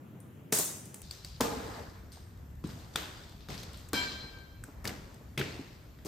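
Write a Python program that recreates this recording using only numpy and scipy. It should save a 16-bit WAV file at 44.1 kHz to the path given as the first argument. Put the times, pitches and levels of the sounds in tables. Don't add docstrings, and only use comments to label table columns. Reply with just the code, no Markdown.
import sys
import numpy as np
from scipy import signal
from scipy.fft import rfft, irfft, next_fast_len
from scipy.io import wavfile
from scipy.ndimage import uniform_filter1d, minimum_filter1d

SR = 44100
rng = np.random.default_rng(int(sys.argv[2]) if len(sys.argv) > 2 else 0)


def ratio(d):
    e = np.asarray(d, float) / 20
    return 10 ** e


def inscribe(sig):
    pcm = np.round(np.clip(np.atleast_2d(sig).T, -1, 1) * 32767)
    wavfile.write(sys.argv[1], SR, pcm.astype(np.int16))


N = 267907

# (frequency [Hz], density [dB per Hz])
HUM_SPECTRUM = [(13, -40), (22, -6), (70, 0.5), (259, -19), (463, -29), (611, -31), (852, -35), (1290, -37),
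                (4610, -46.5), (7190, -45.5), (9750, -52.5), (10600, -46), (14400, -41.5), (16500, -63)]

# (time [s], peak [dB], strongest [Hz], treble re peak [dB], shed answer re burst [dB])
TICKS = [(0.203, -40, 9700, 3, -6), (0.857, -33, 8770, 1, -1.5), (0.944, -23, 8550, 1, -4.5),
         (1.0184, -29, 9800, 1.5, -26), (2.12, -39, 4560, -11, 7.5), (2.375, -50, 3820, -3, -2),
         (2.554, -53, 3930, 3, -16), (2.674, -41.5, 4300, 7, -8), (2.79, -42.5, 3940, -8, 7.5),
         (2.847, -42.5, 4300, -20, -6), (2.941, -45, 4170, -5, -8), (2.705, -41, 3500, -20, -2),
         (3.2944, -42, 3640, -3, -5), (3.324, -43, 3920, -11, -14), (3.408, -42.5, 4230, -27, 5),
         (3.579, -31.5, 4700, -12, 4.5), (3.733, -39.5, 4600, 0, 1), (3.744, -35, 3770, -35.5, 2.5),
         (3.774, -40, 4220, 5, 1.5), (4.387, -42.5, 3980, -13, -5), (5.144, -43.5, 4600, 1, -11),
         (5.566, -53, 3820, -29, -18)]
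KNOCKS = [
    (1.409, -29, 1490, -5, 2),
    (2.6405, -35, 1050, -21, 2),
    (2.693, -38.5, 1210, -10, 5),
    (2.9576, -23, 1070, -33, -2),
    (2.9592, -14, 1440, -10, -3.5),
    (3.4871, -28, 930, -18, -0.5),
    (3.504, -30, 1990, -12, 6.5),
    (3.933, -15.5, 1420, -7, -19),
    (4.854, -16.5, 1810, -19, -2.5),
    (5.9882, -41.5, 1500, -22, 2),
]
SCRAPES = [(0.5246, -11.5, 6110, -1, 0.5), (0.5867, -14, 7460, 8, -21), (1.4075, -16, 1294, -9.5, -0.5),
           (3.5438, -38, 2820, -14, -1), (3.632, -36, 3800, -9, -11), (3.8872, -42, 8300, -2, -29),
           (3.9408, -25.5, 1510, -13.5, 6.5), (4.8438, -34.5, 1210, -7, 4),
           (4.8756, -23.5, 4800, -10.5, -13), (4.8927, -31.5, 2190, -13, -35), (5.3768, -20, 2190, -19, 1),
           (5.394, -25.5, 2650, -14, -12), (5.4118, -21, 1600, -34, -22), (6.049, -39, 2500, -3, 2),
           (6.058, -36, 4970, -4, 8.5)]
SNAPS = [
    (1.111, -28.5, 4630, -8, -4.5),
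    (1.248, -30.5, 4600, -8.5, -4.5),
    (2.959, -19, 3570, -51, -5),
    (4.639, -34.5, 1520, -1.5, -10.5),
]
# (ping [dB], length [s])
CONTACT_KINDS = [
    (-3, 0.0059),
    (-2, .006),
    (-8, .017),
    (6.5, 0.0078),
]

# (time [s], level [dB], shed answer re ring [dB])
RINGS = [
    (3.934, -33, 4),
    (1.408, -27.5, 3.5),
    (.526, -41, -5),
    (0.52, -41.5, 10.5),
    (.203, -58, -4),
    (2.121, -58.5, -1.5),
    (2.96, -43, 7),
]
# (frequency [Hz], level [dB], t60 [s])
BAR_MODES = [(975, -10, .15), (1573, 0, .3), (2313, -1, .22), (3166, -4, .26), (3781, -13, .2),
             (4099, -2, .3), (4883, -10, .2), (7381, -14, .15)]
RIM_MODES = [(269, 4.5, 0.061), (455.5, 1.5, 0.094), (660, -8, 0.093), (846, 0.5, 0.064), (1016, -1, 0.048),
             (1210, -6, 0.069)]
CHUCK_MODES = [(4813, -1, .1), (6128, -4, .1), (6794, -1, 0.09), (7550, -13, 0.11), (7760, -3, 0.13),
               (8360, -4, .13), (8516, 5, .14), (8700, 1, .1), (9900, -5, 0.15), (9736, -5, 0.091),
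               (10200, 10, 0.046), (12050, -8, .07), (12900, -5, .07), (13650, -10, .07)]
CLIP_MODES = [(3340, -3, .04), (3560, 0, 0.057), (4540, -8, .04)]

# (time [s], peak [dB], pitch [Hz], upper body re peak [dB], shed answer re thud [dB])
THUDS = [(0.5243, -31, 429, -2, -12), (0.593, -36, 381, 5, -16), (1.404, -20, 237, 4.5, -3),
         (1.41, -29, 105, -14, -10), (2.169, -48, 80, 33, -17), (2.64, -26.5, 148, -25, -3),
         (2.641, -30, 288, -25, -8), (2.954, -34.5, 330, -12, -14), (3.488, -34.5, 147, -1, 6),
         (3.93, -21.5, 274, -0.5, -2), (4.242, -38, 110, -22, -25), (4.681, -40.5, 269, 0, -26),
         (4.844, -31.5, 126, -3, 7), (4.985, -39, 147, -15.5, -21), (5.209, -40.5, 82, -11, -18),
         (5.378, -23, 136, -16, -3), (5.398, -24.5, 366, -4.5, 0), (5.593, -31.5, 261, -35, -14),
         (6.051, -37, 390, -6, 11)]

# (frequency [Hz], density [dB per Hz])
JET_SPECTRUM = [(500, -10), (900, -16.5), (2900, -25), (3500, -6), (8200, 6), (11000, -3), (14200, -1.5),
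                (15900, -10), (16500, -53)]
GRIT_SPECTRUM = [(1200, -13), (2800, -1.5), (3700, 3), (4800, 4), (6000, -5), (12000, -23), (16000, -35)]
SAND_SPECTRUM = [(2500, -18), (5500, 4), (8000, 5), (13000, -4.5), (16000, -15)]
RUBBER_SPECTRUM = [(150, -4), (350, -0.5), (800, -3), (1800, -7.5), (3500, -27.5)]
# (start [s], hold [s], level [dB], decay [dB/s], fine sand re grit [dB])
DRAGS = [
    (1.024, 0.34, -59, 197, -22),
    (1.43, .33, -55, 62, -5.5),
    (2.637, 0.054, -61, 36, -2),
    (2.933, 0.29, -61.5, 37, -5),
    (3.488, .03, -51, 60, -9),
    (3.932, 0.031, -39, 57, -35),
    (4.89, 0.21, -69, 42, -1.5),
    (5.408, 0.018, -52.5, 41, -7),
]
# (start [s], hold [s], level [dB], decay [dB/s])
RUBS = [
    (1.02, 0.39, -64.5, 56),
    (1.503, 0.27, -45.5, 80),
    (1.947, 0.41, -64.5, 20),
    (2.653, 0.26, -57.5, 60),
    (2.963, 0.008, -48.5, 36),
    (3.52, 0.24, -58, 30),
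    (3.956, 0.16, -51, 40),
    (4.622, 0.54, -60, 25),
    (5.472, 0.069, -58, 31),
]

# (frequency [Hz], t60 [s])
SHED_T60 = [(100, 1.38), (500, 1.17), (2000, 1.25), (6000, 1.12), (14000, 0.58)]
# (frequency [Hz], correlation [-1..1])
LIKENESS = [(60, 0.97), (150, .94), (380, 0.74), (800, 0.2), (1500, 0.15), (2300, 0.32), (4500, 0.55),
            (9000, 0), (13000, 0.074)]

# (frequency [Hz], gain [dB])
OPENING_FILTER = [(25, -20), (50, -29), (80, -7.5), (130, 4), (400, 6.5), (1500, 4.5), (3200, 1.5),
                  (4700, -6.5), (7000, -2.5), (14000, -1.5)]
# (frequency [Hz], left minus right [dB])
PORT_LEAN = [(60, 1.5), (250, .5), (600, 0.5), (1300, 0), (2600, 2), (6000, 3), (10000, -0.5), (14000, 1.5)]
# (from [Hz], to [Hz])
GATED_BANDS = [
    [(9150, 10900), (15000, 22050)],
    [(6850, 7400), (11800, 13600), (15800, 22050)],
]

FILTER_OFF_S = 1.035
CHUCK_PING_HZ = 8140


def unit(x):
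    return x / np.sqrt(np.mean(x ** 2) + 1e-20)


def along(points, hz):
    f, v = np.transpose(points)
    return np.interp(np.log(hz + 1), np.log(f + 1), v)


def filtered(x, response):
    m = next_fast_len(x.shape[-1] + 4096)
    spectrum = rfft(x, m) * response(np.fft.rfftfreq(m, 1 / SR))
    return irfft(spectrum, m)[..., :x.shape[-1]]


def rush(spectrum, patchy_db):
    z = signal.stft(rng.standard_normal((2, N)), nperseg=512)[2]
    patches = uniform_filter1d(rng.standard_normal(z.shape[1:]), size=5, axis=0)
    patches = uniform_filter1d(patches, size=10, axis=1)
    pair = signal.istft(z * ratio(patchy_db * unit(patches)), nperseg=512)[1][:, :N]
    return unit(filtered(pair, lambda hz: ratio(along(spectrum, hz))))


def stroke(start_s, hold_s, db, decay_db_per_s, rise_s):
    t = np.arange(N) / SR - start_s
    fall_db = decay_db_per_s * np.clip(t - rise_s - hold_s, 0, None)
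    return np.clip(t / rise_s, 0, 1) * ratio(db - fall_db)


def shed_tail(gap_s, early_db, colour):
    hz = np.fft.rfftfreq(1024, 1 / SR)
    t = np.arange(SR // 512) * 512 / SR
    z = rng.standard_normal((2, len(hz), len(t), 2)) @ np.array([1, 1j])
    late = ratio(-60 * t / along(SHED_T60, hz)[:, None])
    early = 1 + ratio(early_db - 60 * t / 0.8)
    tail = signal.istft(z * late * early * colour(hz)[:, None], SR, nperseg=1024)[1]
    tail = tail * np.clip(np.arange(tail.shape[1]) / SR / gap_s - 0.5, 0, 1)
    return tail / np.linalg.norm(tail[0])


def echo(sound, colour, wet_db):
    return ratio(wet_db) * np.linalg.norm(sound) * shed_tail(gap_s=0.0062, early_db=7, colour=colour)


def add(out, s, sound, answer):
    part = out[:, round(s * SR):]
    part[:, :answer.shape[1]] += answer[:, :part.shape[1]]
    part[:, :len(sound)] += (sound * np.array([[1], [0.1]]))[:, :part.shape[1]]


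def hum():
    return ratio(-46.5) * rush(HUM_SPECTRUM, patchy_db=1.5)


def cracks():
    out, t = np.zeros((2, N)), np.arange(SR // 8) / SR
    for table, (ping_db, length_s) in zip((TICKS, KNOCKS, SCRAPES, SNAPS), CONTACT_KINDS):
        for s, db, hz, treble_db, wet_db in table:
            broad = [(300, -7), (900, -11), (3500, -11.5), (7000, treble_db - 1.5),
                     (12500, treble_db - 4.5), (15500, treble_db - 6), (17000, -70)]
            colour = lambda f: ratio(along(broad, f)) + 0.35 * np.exp(-(np.log2((f + 1) / hz) / 0.45) ** 2)
            burst = unit(filtered(rng.standard_normal(len(t)), colour))
            chuck_hz = CHUCK_PING_HZ * rng.normal(1, 0.014)
            chuck = 0.97 * ratio(treble_db) * np.sin(2 * np.pi * chuck_hz * t)
            ping = ratio(ping_db - 26 * t / 0.01) * (np.sin(2 * np.pi * hz * t) + chuck)
            envelope = (1 - np.exp(-t / 0.0011)) * ratio(-26 * t / length_s)
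            sound = ratio(db + 2) * (0.54 * burst + ping) * envelope
            add(out, s - 0.001, sound, echo(sound, colour, wet_db))
    return out


def rings():
    out, t = np.zeros((2, N)), np.arange(SR) / SR
    parts = (BAR_MODES, RIM_MODES, CHUCK_MODES, CHUCK_MODES, CHUCK_MODES[7:11], CHUCK_MODES[5:], CLIP_MODES)
    for (s, db, wet_db), modes in zip(RINGS, parts):
        ring = sum(ratio(level - 60 * t / t60) * np.sin(2 * np.pi * hz * t) for hz, level, t60 in modes)
        ring = ratio(db) * ring * (1 - np.exp(-t / 0.0032))
        tail = shed_tail(gap_s=0.021, early_db=3.5, colour=np.ones_like)
        add(out, s, ring, ratio(wet_db) * signal.fftconvolve(ring[None], tail, axes=1))
    return out


def thuds():
    out, t = np.zeros((2, N)), np.arange(SR // 3) / SR
    for s, db, hz, upper_db, wet_db in THUDS:
        t60_s = 0.074 * (hz / 200) ** 0.1
        push = np.sin(2 * np.pi * hz * (t + 0.0011 * (1 - np.exp(-t / 0.013))))
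        body = [(50, 5.5), (110, 0), (350, -4), (700, upper_db - 6), (1400, upper_db - 15), (3000, -62)]
        colour = lambda f: ratio(along(body, f))
        noted = lambda f: colour(f) + 0.94 * np.exp(-((f - hz) / 60) ** 2)
        puff = unit(filtered(rng.standard_normal(len(t)), colour))
        envelope = (1 - np.exp(-t / 0.0013)) * ratio(-60 * t / t60_s)
        sound = ratio(db) * (0.95 * push + 0.83 * puff) * envelope
        add(out, s, sound, echo(sound, noted, wet_db))
    return signal.sosfilt(signal.butter(2, 90, "high", fs=SR, output="sos"), out)


def valve():
    gain = stroke(start_s=0.525, hold_s=0.081, db=-27.5, decay_db_per_s=129, rise_s=0.0088)
    return gain * rush(JET_SPECTRUM, patchy_db=2.5)


def scuffs():
    drags = [stroke(s, hold, db, decay, rise_s=0.005) for s, hold, db, decay, _ in DRAGS]
    grit_gain = sum(drags)
    sand_gain = sum(ratio(row[-1]) * drag for row, drag in zip(DRAGS, drags))
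    rubber_gain = sum(stroke(*row, rise_s=0.02) for row in RUBS)
    grain_db = 2 * np.minimum(rng.exponential(size=N // 64 + 1), 4)
    grains = np.repeat(ratio(grain_db), 64)[:N]
    grains = uniform_filter1d(grains, size=48)
    grit = grit_gain * unit(grains * rush(GRIT_SPECTRUM, patchy_db=2.5))
    sand = sand_gain * unit(grains * rush(SAND_SPECTRUM, patchy_db=2))
    return grit + sand + rubber_gain * rush(RUBBER_SPECTRUM, patchy_db=2)


def wide(pair):
    turn = lambda hz: np.arccos(np.clip(along(LIKENESS, hz), -1, 1)) / 2
    mid, side = filtered(pair, lambda hz: np.array([np.cos(turn(hz)), np.sin(turn(hz))]))
    return np.array([mid + side, mid - side])


def scene():
    return wide(hum() + cracks() + rings() + thuds() + valve() + scuffs())


def gate_treble(x):
    pair = np.array([x[0] + x[1], x[0] - x[1]]) / 2
    inside = lambda hz, row: sum(1.0 * (hz > lo) * (hz < hi) for lo, hi in row)
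    late = filtered(pair, lambda hz: np.array([inside(hz, row) for row in GATED_BANDS]))
    early = filtered(pair, lambda hz: np.array([[0], [1]]) * (hz > 13200))
    bands = np.where(np.arange(N) / SR < FILTER_OFF_S, early, late)
    treble = filtered(pair[0], lambda hz: hz > 9000)
    power = np.abs(uniform_filter1d(treble ** 2, size=128))
    before = np.roll(np.abs(uniform_filter1d(power, size=1024)), 640)
    attack = -minimum_filter1d(-1.0 * (power > 7 * before), size=300)
    mid, side = pair - bands * (1 - uniform_filter1d(attack, size=256))
    return np.array([mid + side, mid - side])


def top_cut(x):
    return signal.sosfilt(signal.butter(12, 16670, fs=SR, output="sos"), x)


def record(dry):
    acting = np.clip((FILTER_OFF_S - np.arange(N) / SR) / 0.02, 0, 1)
    dulled = filtered(dry, lambda hz: ratio(along(OPENING_FILTER, hz)))
    heard = acting * dulled + (1 - acting) * dry
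    lean = lambda hz: ratio(along(PORT_LEAN, hz) * np.array([[0.5], [-0.5]]))
    passband = lambda hz: hz ** 2 / (hz ** 2 + 48 ** 2) * (hz < 16600)
    ports = filtered(heard, lambda hz: lean(hz) * passband(hz))
    mix = gate_treble(ports)
    return top_cut(mix)


dry = scene()
out = record(dry)
inscribe(out)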